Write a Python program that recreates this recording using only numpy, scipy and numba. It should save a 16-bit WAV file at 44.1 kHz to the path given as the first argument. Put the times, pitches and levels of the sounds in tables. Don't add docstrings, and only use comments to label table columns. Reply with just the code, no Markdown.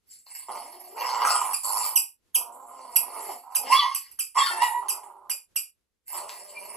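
import sys
import numpy as np
from scipy import signal
from scipy.fft import rfft, irfft, next_fast_len
from scipy.io import wavfile
from scipy.ndimage import uniform_filter1d
from numba import njit

SR = 44100
rng = np.random.default_rng(int(sys.argv[2]) if len(sys.argv) > 2 else 0)


def transcribe(signal):
    frames = np.atleast_2d(signal).T
    limited = np.clip(frames, -1, 1)
    pcm = np.round(limited * 32767).astype(np.int16)
    wavfile.write(sys.argv[1], SR, pcm)


N = 298116

# [(time_s, pitch_hz, fundamental_db, overtones_db, strongest_overtone_hz)]
YAP_CALLS = [(.004, 0.23, [(3.695, 814, -28.5, -51, 2200), (3.706, 925.6, -23.5, -39, 2200),
             (3.727, 1063, -13.5, -35, 2300), (3.745, 1071, -15, -23.5, 2400),
             (3.76, 1111, -22.5, -20.5, 3000), (3.782, 1150, -15.5, -25, 3500),
             (3.796, 1128, -25, -22.5, 3500), (3.806, 1031, -44, -22, 2900),
             (3.826, 973, -25.5, -28.5, 2300), (3.842, 963.4, -26, -34.5, 2100),
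             (3.865, 1088, -20, -42, 2300), (3.89, 1049, -39, -44, 2200), (3.93, 1124, -25, -42, 3000)]),
             (0.0081, 0.15, [(4.345, 959, -50.5, -63, 2600), (4.362, 1011, -27, -53, 2400),
             (4.378, 1081, -15, -33.5, 2600), (4.39, 1114, -13.5, -24, 3300),
             (4.42, 1084, -21.5, -30.5, 3400), (4.44, 1104, -41.5, -49.5, 3600),
             (4.495, 1055, -33, -27.5, 3200)]), (0.0043, 0.26, [(4.505, 906, -48.5, -27.5, 1800),
             (4.55, 893.5, -36, -34.5, 1800), (4.59, 899.4, -30, -37.5, 1850),
             (4.612, 924, -32.5, -28.5, 2100), (4.624, 961, -12.5, -21, 2300),
             (4.65, 985.5, -27.5, -28, 2164), (4.67, 942, -25, -28.5, 2095),
             (4.686, 885, -29.5, -42.5, 1850), (4.71, 873.7, -24, -46.5, 1800),
             (4.742, 972, -25.5, -36.5, 1850), (4.79, 971, -27, -48, 1850), (4.83, 883, -48, -70.5, 1850)])]


def growl(throat_width_hz, direct_rasp_db, yap_duck_db):
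    # [(time_s, throat_db)]
    growl_phrases = [ (-64.5, [(0.264, -50), (0.272, -64), (0.468, -65), (0.482, -55)]),
                     (-54, [(0.484, -38), (0.524, -37), (0.68, -53)]), (-60, [(0.7, -88), (0.85, -63)]),
                     (-65.5, [(0.96, -51.5), (0.98, -34.5), (1.19, -32), (1.21, -28.5), (1.274, -24.5),
                     (1.53, -36.5), (1.62, -111)]), (-63.5, [(1.63, -46), (1.676, -33.5), (1.774, -33),
                     (1.986, -47.5), (2.036, -99.5)]), (-54.5, [(2.335, -84.5), (2.359, -45.5),
                     (2.627, -51), (3.15, -44.5), (3.163, -36.5), (3.261, -48.5), (3.289, -34),
                     (3.345, -48.5), (3.42, -79.5)]), (-73, [(3.43, -49), (3.696, -42), (3.732, -18),
                     (3.8, -61), (3.828, -19.5), (3.864, -26), (3.894, -48), (4.036, -73)]),
                     (-66.5, [(4.345, -61.5), (4.361, -8), (4.383, -12), (4.479, -43), (4.623, -10),
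                     (4.673, -40), (4.825, -40), (5.319, -57.5), (5.42, -100)]), (-59, [(6.06, -99),
                     (6.096, -57.5), (6.148, -38), (6.496, -63), (6.52, -55.5), (6.76, -49.5)]), ]
    # [(time_s, breath_db)]
    pant_phrases = [ (-16.5, [(0.06, -69.5), (0.12, -50.5), (0.26, -68)]), (-4, [(0.262, -58), (0.366, -43),
                    (0.468, -57), (0.514, -48), (0.95, -55.5), (0.98, -45.5), (1.03, -41.5), (1.158, -44.5),
                    (1.284, -29), (1.525, -39.5)]), (-16, [(1.63, -33.5), (1.88, -32.5), (1.95, -50)]),
                    (-12, [(2.52, -54.5), (2.66, -64), (2.672, -55.5), (2.72, -57), (2.888, -58.5),
                    (2.95, -49.5)]), (-7, [(2.99, -63), (3.13, -47.5), (3.17, -45.5), (3.304, -42),
                    (3.484, -70.5), (3.545, -50.5)]), (4.5, [(3.63, -58), (3.705, -39.5), (3.725, -27),
                    (3.746, -32), (3.798, -47), (3.94, -57.5)]), (9.5, [(4.05, -63.5), (4.156, -87),
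                    (4.18, -80)]), (2, [(4.345, -44), (4.391, -31), (4.6, -45.5), (4.622, -30.5),
                    (4.88, -68)]), (-20.5, [(5.03, -50.5), (5.12, -71.5)]), (-9, [(6.04, -88.5),
                    (6.08, -43.5), (6.166, -37.5), (6.256, -54), (6.294, -43.5), (6.45, -53.5),
                    (6.76, -46)]), ]
    # time_s, mouth_relative_db, lips_relative_db
    rasp_colour = [(.1, 6.5, 19.5), (.4, 1.5, 0), (.95, 1, 2), (1.02, 7, 0), (1.1, 2.5, 10),
                   (1.19, 3, -5.5), (1.3, -9, -2), (1.45, -6.5, -14.5), (1.68, -8.5, 4), (1.85, 4, 8.5),
                   (2.6, -7, -23.5), (2.8, 10.5, 13), (3.2, 0.5, -4.5), (3.4, 1, 1), (3.75, 1.5, -1),
                   (3.9, 7, 9.5), (4.4, -2.5, -7), (4.55, -5.5, -5), (4.7, -6, -14), (5.1, 16.5, 6),
                   (6.15, 0.5, -0.5), (6.4, 8, 9.5), (6.76, 6, 2.5)]
    # frequency_hz, relative_db
    chest_spectrum = [(60, -48), (120, -12), (245, -12.5), (380, -7.5), (550, -6.5), (700, 5.5), (900, -42)]
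    throat_spectrum = [(400, -49.5), (650, -11), (900, 2), (1200, -5), (1500, -12), (1900, -40)]
    # centre_hz, width_hz, relative_db
    mouth_modes = [(1910, 560, -6), (2810, 470, -3), (2857, 502, -2.5)]
    lip_modes = [(4500, 570, -7), (5255, 380, -1), (6300, 1000, -12.5)]
    breath_modes = [(7415, 910, -1.5), (8850, 1100, -0.5), (9640, 3000, -5), (11390, 350, -4.5),
                    (12180, 500, 2), (14500, 1500, -0.5)]

    middling_db = -45
    chest_follows, mouth_follows = 0.81, 0.44
    throat_gain, chest_gain = phrases([
        [(s, db, chest_db + chest_follows * (db - middling_db)) for s, db in rows]
        for chest_db, rows in growl_phrases])
    mouth_gain, breath_gain = phrases([
        [(s, db + mouth_db, db) for s, db in rows] for mouth_db, rows in pant_phrases])
    mouth_gain = mouth_gain * (throat_gain / from_db(middling_db) + 0.32) ** mouth_follows

    ducking = yap_ducking(yap_duck_db)
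    throat_gain, chest_gain = throat_gain * ducking, chest_gain * ducking
    mouth_gain = mouth_gain * ducking ** .55

    source, breath_air, throat_hz, jaw_hz = fold_source()
    throat_turn = 2 * np.pi * throat_hz * (1 + 0.08 * wander(.02)) / SR
    throat = moving_resonance(source, throat_turn, pole_radius(throat_width_hz))
    throat = throat + from_db(direct_rasp_db) * source

    jaw_turn, jaw_radius = 2 * np.pi * jaw_hz / SR, pole_radius(420)
    vowel = moving_resonance(source, jaw_turn, jaw_radius)
    vowel = moving_resonance(vowel, jaw_turn, jaw_radius)
    voiced_air = source + breath_air
    mouth = from_db(-5.0) * vowel + resonances(voiced_air, mouth_modes, patchy_db=3.0)
    lips = resonances(voiced_air, lip_modes, patchy_db=6.0)
    breath = resonances(breath_air, breath_modes, patchy_db=6.0)
    mouth_db, lips_db = in_time(rasp_colour)
    return (throat_gain * evened(coloured(throat, throat_spectrum))
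            + chest_gain * evened(coloured(source, chest_spectrum))
            + mouth_gain * from_db(mouth_db - 6.0) * evened(mouth)
            + mouth_gain * from_db(lips_db - 5.0) * evened(lips)
            + breath_gain * evened(breath))


def fold_source():
    # time_s, pulses_per_s (mean), roughness (0-1), throat_hz, second_resonance_hz
    fold_settings = [(.26, 200, .7, 950, 2160), (.5, 110, .55, 1060, 2050), (.7, 320, .5, 960, 2150),
                     (.93, 385, .5, 900, 2200), (1.0, 125, .45, 970, 2300), (1.2, 125, .5, 980, 1900),
                     (1.29, 140, .6, 1250, 2560), (1.45, 100, .5, 980, 2300), (1.95, 110, .5, 950, 2300),
                     (2.35, 245, .35, 1000, 2250), (2.8, 248, .36, 960, 2150), (3.1, 245, .35, 980, 2150),
                     (3.16, 430, .5, 1090, 2150), (3.29, 420, .5, 920, 2160), (3.32, 245, .35, 880, 2160),
                     (3.65, 250, .5, 870, 2170), (3.73, 260, .7, 1090, 2170), (3.8, 250, .7, 1050, 2100),
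                     (3.828, 240, .7, 830, 2050), (3.93, 240, .7, 960, 2050), (4.4, 215, .7, 1100, 2005),
                     (4.6, 200, .6, 930, 1980), (5.3, 203, .45, 940, 1900), (6.1, 135, .45, 1000, 2100),
                     (6.28, 210, .4, 960, 2550), (6.45, 195, .3, 900, 2240), (6.76, 220, .3, 950, 2150)]
    rate, rough, throat_hz, jaw_hz = in_time(fold_settings)
    jitter = .12 * rough * wander(.006) + .05 * wander(.05)
    cycles = np.cumsum(rate * (1 + jitter) / SR)
    closing = np.diff(np.floor(cycles), prepend=0)
    pulses = closing * np.sqrt(SR / rate) * from_db(7.0 * rough * wander(0.0021))
    pulses = pulses * (1 + .22 * (-1) ** np.floor(cycles))

    puffs = .5 + np.cos(np.pi * cycles) ** 2
    unsteady_db = np.array([[3.9], [1.5]]) * wander(0.013)
    fold_air, breath_air = rng.standard_normal((2, N)) * puffs * from_db(unsteady_db)

    throb = from_db(3.0 * np.minimum(wander(0.0071), 1.7))
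    source = throb * ((1 - rough) * pulses + rough * fold_air)
    return source, breath_air, throat_hz, jaw_hz


def yap_ducking(depth_db):
    gain = np.ones(N)
    for *_, rows in YAP_CALLS:
        corners_s = [rows[0][0], rows[1][0], rows[-2][0], rows[-1][0]]
        gain = gain * from_db(np.interp(np.arange(N) / SR, corners_s, [0, depth_db, depth_db, 0]))
    return gain


def yelps():
    # [(time_s, pitch_hz, fundamental_db, overtones_db, strongest_overtone_hz)]
    whine_calls = [(0.0077, .05, [(4.412, 1820, -47, -37, 4340), (4.424, 1798, -26, -38.5, 3956),
                   (4.448, 1815, -29, -28, 3980), (4.462, 1532, -44, -27, 4360),
                   (4.472, 1452, -25, -36, 4270), (4.5, 1302, -41, -66, 4300)]),
                   (0.004, .05, [(6.545, 2360, -56, -74, 5160), (6.575, 2390, -46.5, -77, 5200),
                   (6.6, 2390, -63, -75, 5200)])]
    yaps = sung(YAP_CALLS, flutter_db=2.0, count=5, fall_db=23.0)
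    return yaps + sung(whine_calls, flutter_db=4, count=3, fall_db=16)


def moans():
    glides = [(0.641, 0.938, 316.3, 382, -56, -52.5, 695, -9.5),
              (0.943, 1.028, 442, 530, -45, -50.5, 910, -3), (1.009, 1.26, 496, 504, -37, -27, 956, -23.5),
              (3.151, 3.306, 217.2, 199, -59, -55, 480, -58),
              (3.327, 3.374, 243.6, 231.6, -38.5, -64, 720, -16),
              (3.573, 3.679, 205.7, 271.5, -50, -47, 624, -15),
              (3.677, 3.757, 258, 595, -54, -46.5, 685, -9.5),
              (4.494, 4.601, 400.3, 313.3, -44.5, -48, 735, -11.5),
              (4.752, 5.351, 213.2, 190.4, -55, -70, 477, -26.5),
              (6.191, 6.402, 224.5, 202.8, -46, -65, 640, -43),
              (6.401, 6.781, 195, 211.3, -61, -52, 586, -14.5)]
    calls = []
    for s0, s1, hz0, hz1, db0, db1, best_hz, first_db in glides:
        start = (s0, hz0, db0 + first_db, db0, best_hz)
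        end = (s1, hz1, db1 + first_db, db1, best_hz)
        calls.append((.055, 0, [start, end]))
    return sung(calls, flutter_db=6.5, count=3, fall_db=20)


def sung(calls, flutter_db, count, fall_db):
    steeper_above = 1.1
    out, t = np.zeros(N), np.arange(N) / SR
    unsteady, flutter = wander(.008), wander(.0035)
    for pitch_spread, alternation, rows in calls:
        start_s, end_s = rows[0][0], rows[-1][0]
        span = slice(int(start_s * SR), int(end_s * SR))
        now = t[span]
        pitch_hz, first_db, over_db, best_hz = (column[span] for column in in_time(rows))
        phase = np.cumsum(2 * np.pi * pitch_hz * (1 + pitch_spread * unsteady[span]) / SR)
        sounding = np.clip(np.minimum(now - start_s, end_s - now) / 0.0081, 0, 1)
        ragged_db = flutter_db * (1 + 2 * np.exp(-np.abs(now - rows[1][0]) / 0.026))
        for k in range(1, count + 1):
            octaves = np.log2(k * pitch_hz / best_hz)
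            distance = np.maximum(-octaves, steeper_above * octaves)
            db = first_db if k == 1 else over_db - fall_db * distance
            own_flutter = np.minimum(np.roll(flutter, shift=5000 * k)[span], 1)
            partial = from_db(db + ragged_db * own_flutter) * np.sin(k * phase)
            if k > 1:
                partial = partial * (1 + alternation * np.cos(phase / 2))
            out[span] += sounding * partial
    return out


def toy(click_db, rattle, air_db):
    # start_s, reed_db, start_pitch_hz, pitch_fall_s, length_s, partial_4_db,
    # pop_db (against the reed), partial_1_db, partial_1_build_up_s
    bites = [(1.533, -29.5, 2960, 0.015, 0.021, 5, -2, -6.5, 0.0021),
             (1.956, -22, 3020, 0.029, 0.027, 3.5, -30, -6.5, 0.0031),
             (2.345, -26.5, 3324, 0.023, 0.024, 7, -9, -4, 0.0023),
             (2.9587, -24.5, 2980, .015, 0.016, 10, 1, -3.5, 0.0035),
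             (3.5495, -28, 3267, 0.022, 0.025, 4, 2, -5, 0.009),
             (3.9465, -29, 3025, 0.022, 0.022, 3.5, -4.5, -6, 0.0014),
             (4.111, -54, 3134, 0.018, 0.018, 8.5, -0.5, -6, 0.0056),
             (4.1894, -31, 3164, 0.025, 0.032, 3.5, -1.5, -5, .005),
             (4.884, -29.5, 3260, 0.029, 0.033, 2, 1.5, -9, 0.0061),
             (5.297, -30.5, 3038, 0.025, 0.031, 1.5, 2, -5.5, 0.0032),
             (5.5585, -29, 3046, 0.019, 0.025, 1.5, -4, -4.5, 0.0012)]
    reed_partials_db = [-3, 1, -5.5]
    end_hz, rise_s, sag_power = 2400, .0025, 1.3
    out = np.zeros(N)
    unsteady = wander(0.0011)
    highpass = signal.butter(2, 900, "high", fs=SR, output="sos")
    air = signal.sosfilt(highpass, rng.standard_normal(N))
    for s, reed_db, start_hz, fall_s, length_s, fourth_db, pop_db, first_db, body_s in bites:
        partials_db = first_db, *reed_partials_db[:2], fourth_db, reed_partials_db[2]
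        at, t = round(s * SR), np.arange(int(length_s * SR)) / SR
        span = slice(at, at + len(t))
        shaken = unsteady[span]
        sag = np.cos(np.pi / 2 * np.minimum(t / fall_s, 1)) ** (2 * sag_power)
        pitch_hz = end_hz + (start_hz - end_hz) * sag
        phase = np.cumsum(2 * np.pi * pitch_hz * (1 + .012 * shaken) / SR)
        reed = sum(from_db(db) * np.sin((k + 1) * phase) for k, db in enumerate(partials_db))
        reed -= from_db(first_db) * np.sin(phase) * np.exp(-(t / body_s) ** 2)
        swell = np.minimum(t / rise_s, 1) * np.cos(np.pi / 2 * (t / length_s) ** 1.82)
        pop_shape = np.sin(np.pi * np.minimum(t / .0016, 1)) ** 2
        pop = from_db(click_db) * np.sin(2 * np.pi * 1500 * t) * pop_shape
        hiss = from_db(air_db) * air[span] * np.exp(-t / 0.0018)
        squeak = reed * swell * (1 + rattle * shaken) + from_db(pop_db) * (pop + hiss)
        out[span] += from_db(reed_db) * squeak
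    return out


def teeth():
    # time_s, impulse_db (before the band-pass)
    meetings = [(4.623, -6), (6.2942, -9)]
    clicks = np.full(N, 1e-18)
    for s, impulse_db in meetings:
        clicks[round(s * SR)] = from_db(impulse_db)
    return signal.sosfilt(signal.butter(2, [1300, 7000], "band", fs=SR, output="sos"), clicks)


def loudspeaker(x):
    # frequency_hz, response_db
    response = [(3000, -1), (3750, -0.5), (4400, 2.5), (6200, -3), (6850, -7.5), (7400, 0), (8600, 1),
                (9600, 2.5), (10700, -2), (11250, -1.5), (11600, 4.5), (12000, 1), (12600, 2.5),
                (13500, -6)]
    highpass = signal.butter(4, 230, "high", fs=SR, output="sos")
    return signal.sosfilt(highpass, coloured(x, response))


def room_and_ports(x):
    # frequency_hz, louder_db, ahead_rad
    port_differences = [(60, 0, 0), (450, 11, 0), (600, 3, -1.1), (950, -7, 0), (1400, -2, 1),
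                        (1750, 8, 3.1), (2100, 1, 6.2), (4000, 0, 6.5), (5100, 6, 8.6), (5700, 1, 12.4),
                        (7000, 1, 12.6), (7900, 8, 12.9), (8800, -8, 9.4), (9900, -12, 7.3),
                        (10400, -5, 3.6), (10900, 4, 2), (11600, -18, .3), (11900, -8, -3),
                        (12500, 0, -3.1)]
    t60_s, shared_tail_db, own_tail_db = 0.23, 0.5, -10.
    treble_db = -1
    t = np.arange(SR // 2) / SR
    tails = rng.standard_normal((3, len(t))) * from_db(-60 * t / t60_s) * np.minimum(t / 0.0049, 1)
    tails /= np.sqrt(np.sum(tails ** 2, axis=1, keepdims=True))
    size = next_fast_len(N + SR)
    shared, *own = rfft(tails, size)
    grid_hz = np.fft.rfftfreq(size, 1 / SR)
    wet_db = shared_tail_db + treble_db * np.clip(np.log2(grid_hz / 1500 + 1e-9), 0, 2) / 2
    paths = 1 + from_db(wet_db) * (shared + from_db(own_tail_db) * np.array(own))
    hz, louder_db, ahead_rad = np.transpose(port_differences)
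    half_gain = from_db(np.interp(grid_hz, hz, louder_db) / 2)
    half = half_gain * np.exp(.5j * np.interp(grid_hz, hz, ahead_rad))
    return irfft(rfft(x, size) * paths * np.array([half, 1 / half]), size)[:, :N]


def gated(x):
    threshold_db, slope = -57.5, 0.78
    power = uniform_filter1d(np.mean(x ** 2, axis=0), size=900)
    level_db = 10 * np.log10(power + 1e-14)
    return x * from_db(slope * np.minimum(level_db - threshold_db, 0))


def background():
    # frequency_hz, relative_density_db
    hush_spectrum = [(20, -13.5), (47, -1.5), (70, -2.5), (118, -8.5), (139, -11), (470, -12), (638, -19.5),
                     (12000, -25.5), (15000, -41.5)]
    rms_db = -78.5
    noise = rng.standard_normal((2, N)) + .5 * rng.standard_normal(N)
    hush = coloured(noise, hush_spectrum) * from_db(4 * wander(0.072))
    return from_db(rms_db) * hush / hush.std()


def phrases(tables):
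    t, out = np.arange(N) / SR, 0
    for rows in tables:
        rise = (t - rows[0][0]) / 0.0034
        release = (rows[-1][0] - t) / 0.18 + 1
        sounding = np.clip(np.minimum(rise, release), 0, 1)
        out = out + sounding * from_db(in_time(rows))
    return out


def resonances(x, modes, patchy_db):
    out, jaws = 0, wander(0.024)
    for k, (hz, width_hz, level_db) in enumerate(modes):
        r = pole_radius(width_hz)
        section = [(1 - r * r) / 2, 0, (r * r - 1) / 2, 1, -2 * r * np.cos(2 * np.pi * hz / SR), r * r]
        gain = from_db(level_db + patchy_db * np.roll(jaws, shift=9000 * k))
        out = out + (-1) ** k * gain * signal.sosfilt([section, section], x)
    return out


@njit
def moving_resonance(x, turn, r):
    y = np.zeros(len(x))
    for i in range(2, len(x)):
        drive = (1 - r * r) / 2 * (x[i] - x[i - 2])
        y[i] = drive + 2 * r * np.cos(turn[i]) * y[i - 1] - r * r * y[i - 2]
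    return y


def pole_radius(width_hz):
    return np.exp(-np.pi * width_hz / SR)


def coloured(x, spectrum):
    hz = np.fft.rfftfreq(N, 1 / SR) + 1
    table_hz, table_db = np.transpose(spectrum)
    gain = from_db(np.interp(np.log(hz), np.log(table_hz), table_db))
    return irfft(rfft(x) * gain, N)


def evened(x):
    return x / np.sqrt(uniform_filter1d(x ** 2, size=2600) + 1e-12)


def wander(seconds):
    slow = uniform_filter1d(rng.standard_normal(N), size=int(seconds * SR))
    slow = uniform_filter1d(slow, size=int(seconds * SR))
    return slow / slow.std()


def in_time(rows):
    s, *columns = np.transpose(rows)
    return [np.interp(np.arange(N) / SR, s, c) for c in columns]


def from_db(db):
    return 10 ** (np.asarray(db) / 20)


def scene():
    voices = growl(throat_width_hz=170, direct_rasp_db=-12, yap_duck_db=-15) + yelps() + moans()
    played = voices + teeth() + toy(click_db=-2.5, rattle=0.35, air_db=-3.5)
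    return gated(room_and_ports(loudspeaker(played))) + background()


def record(dry):
    return signal.sosfilt(signal.cheby2(18, 70, 16200, fs=SR, output="sos"), dry)


dry = scene()
out = record(dry)
transcribe(out)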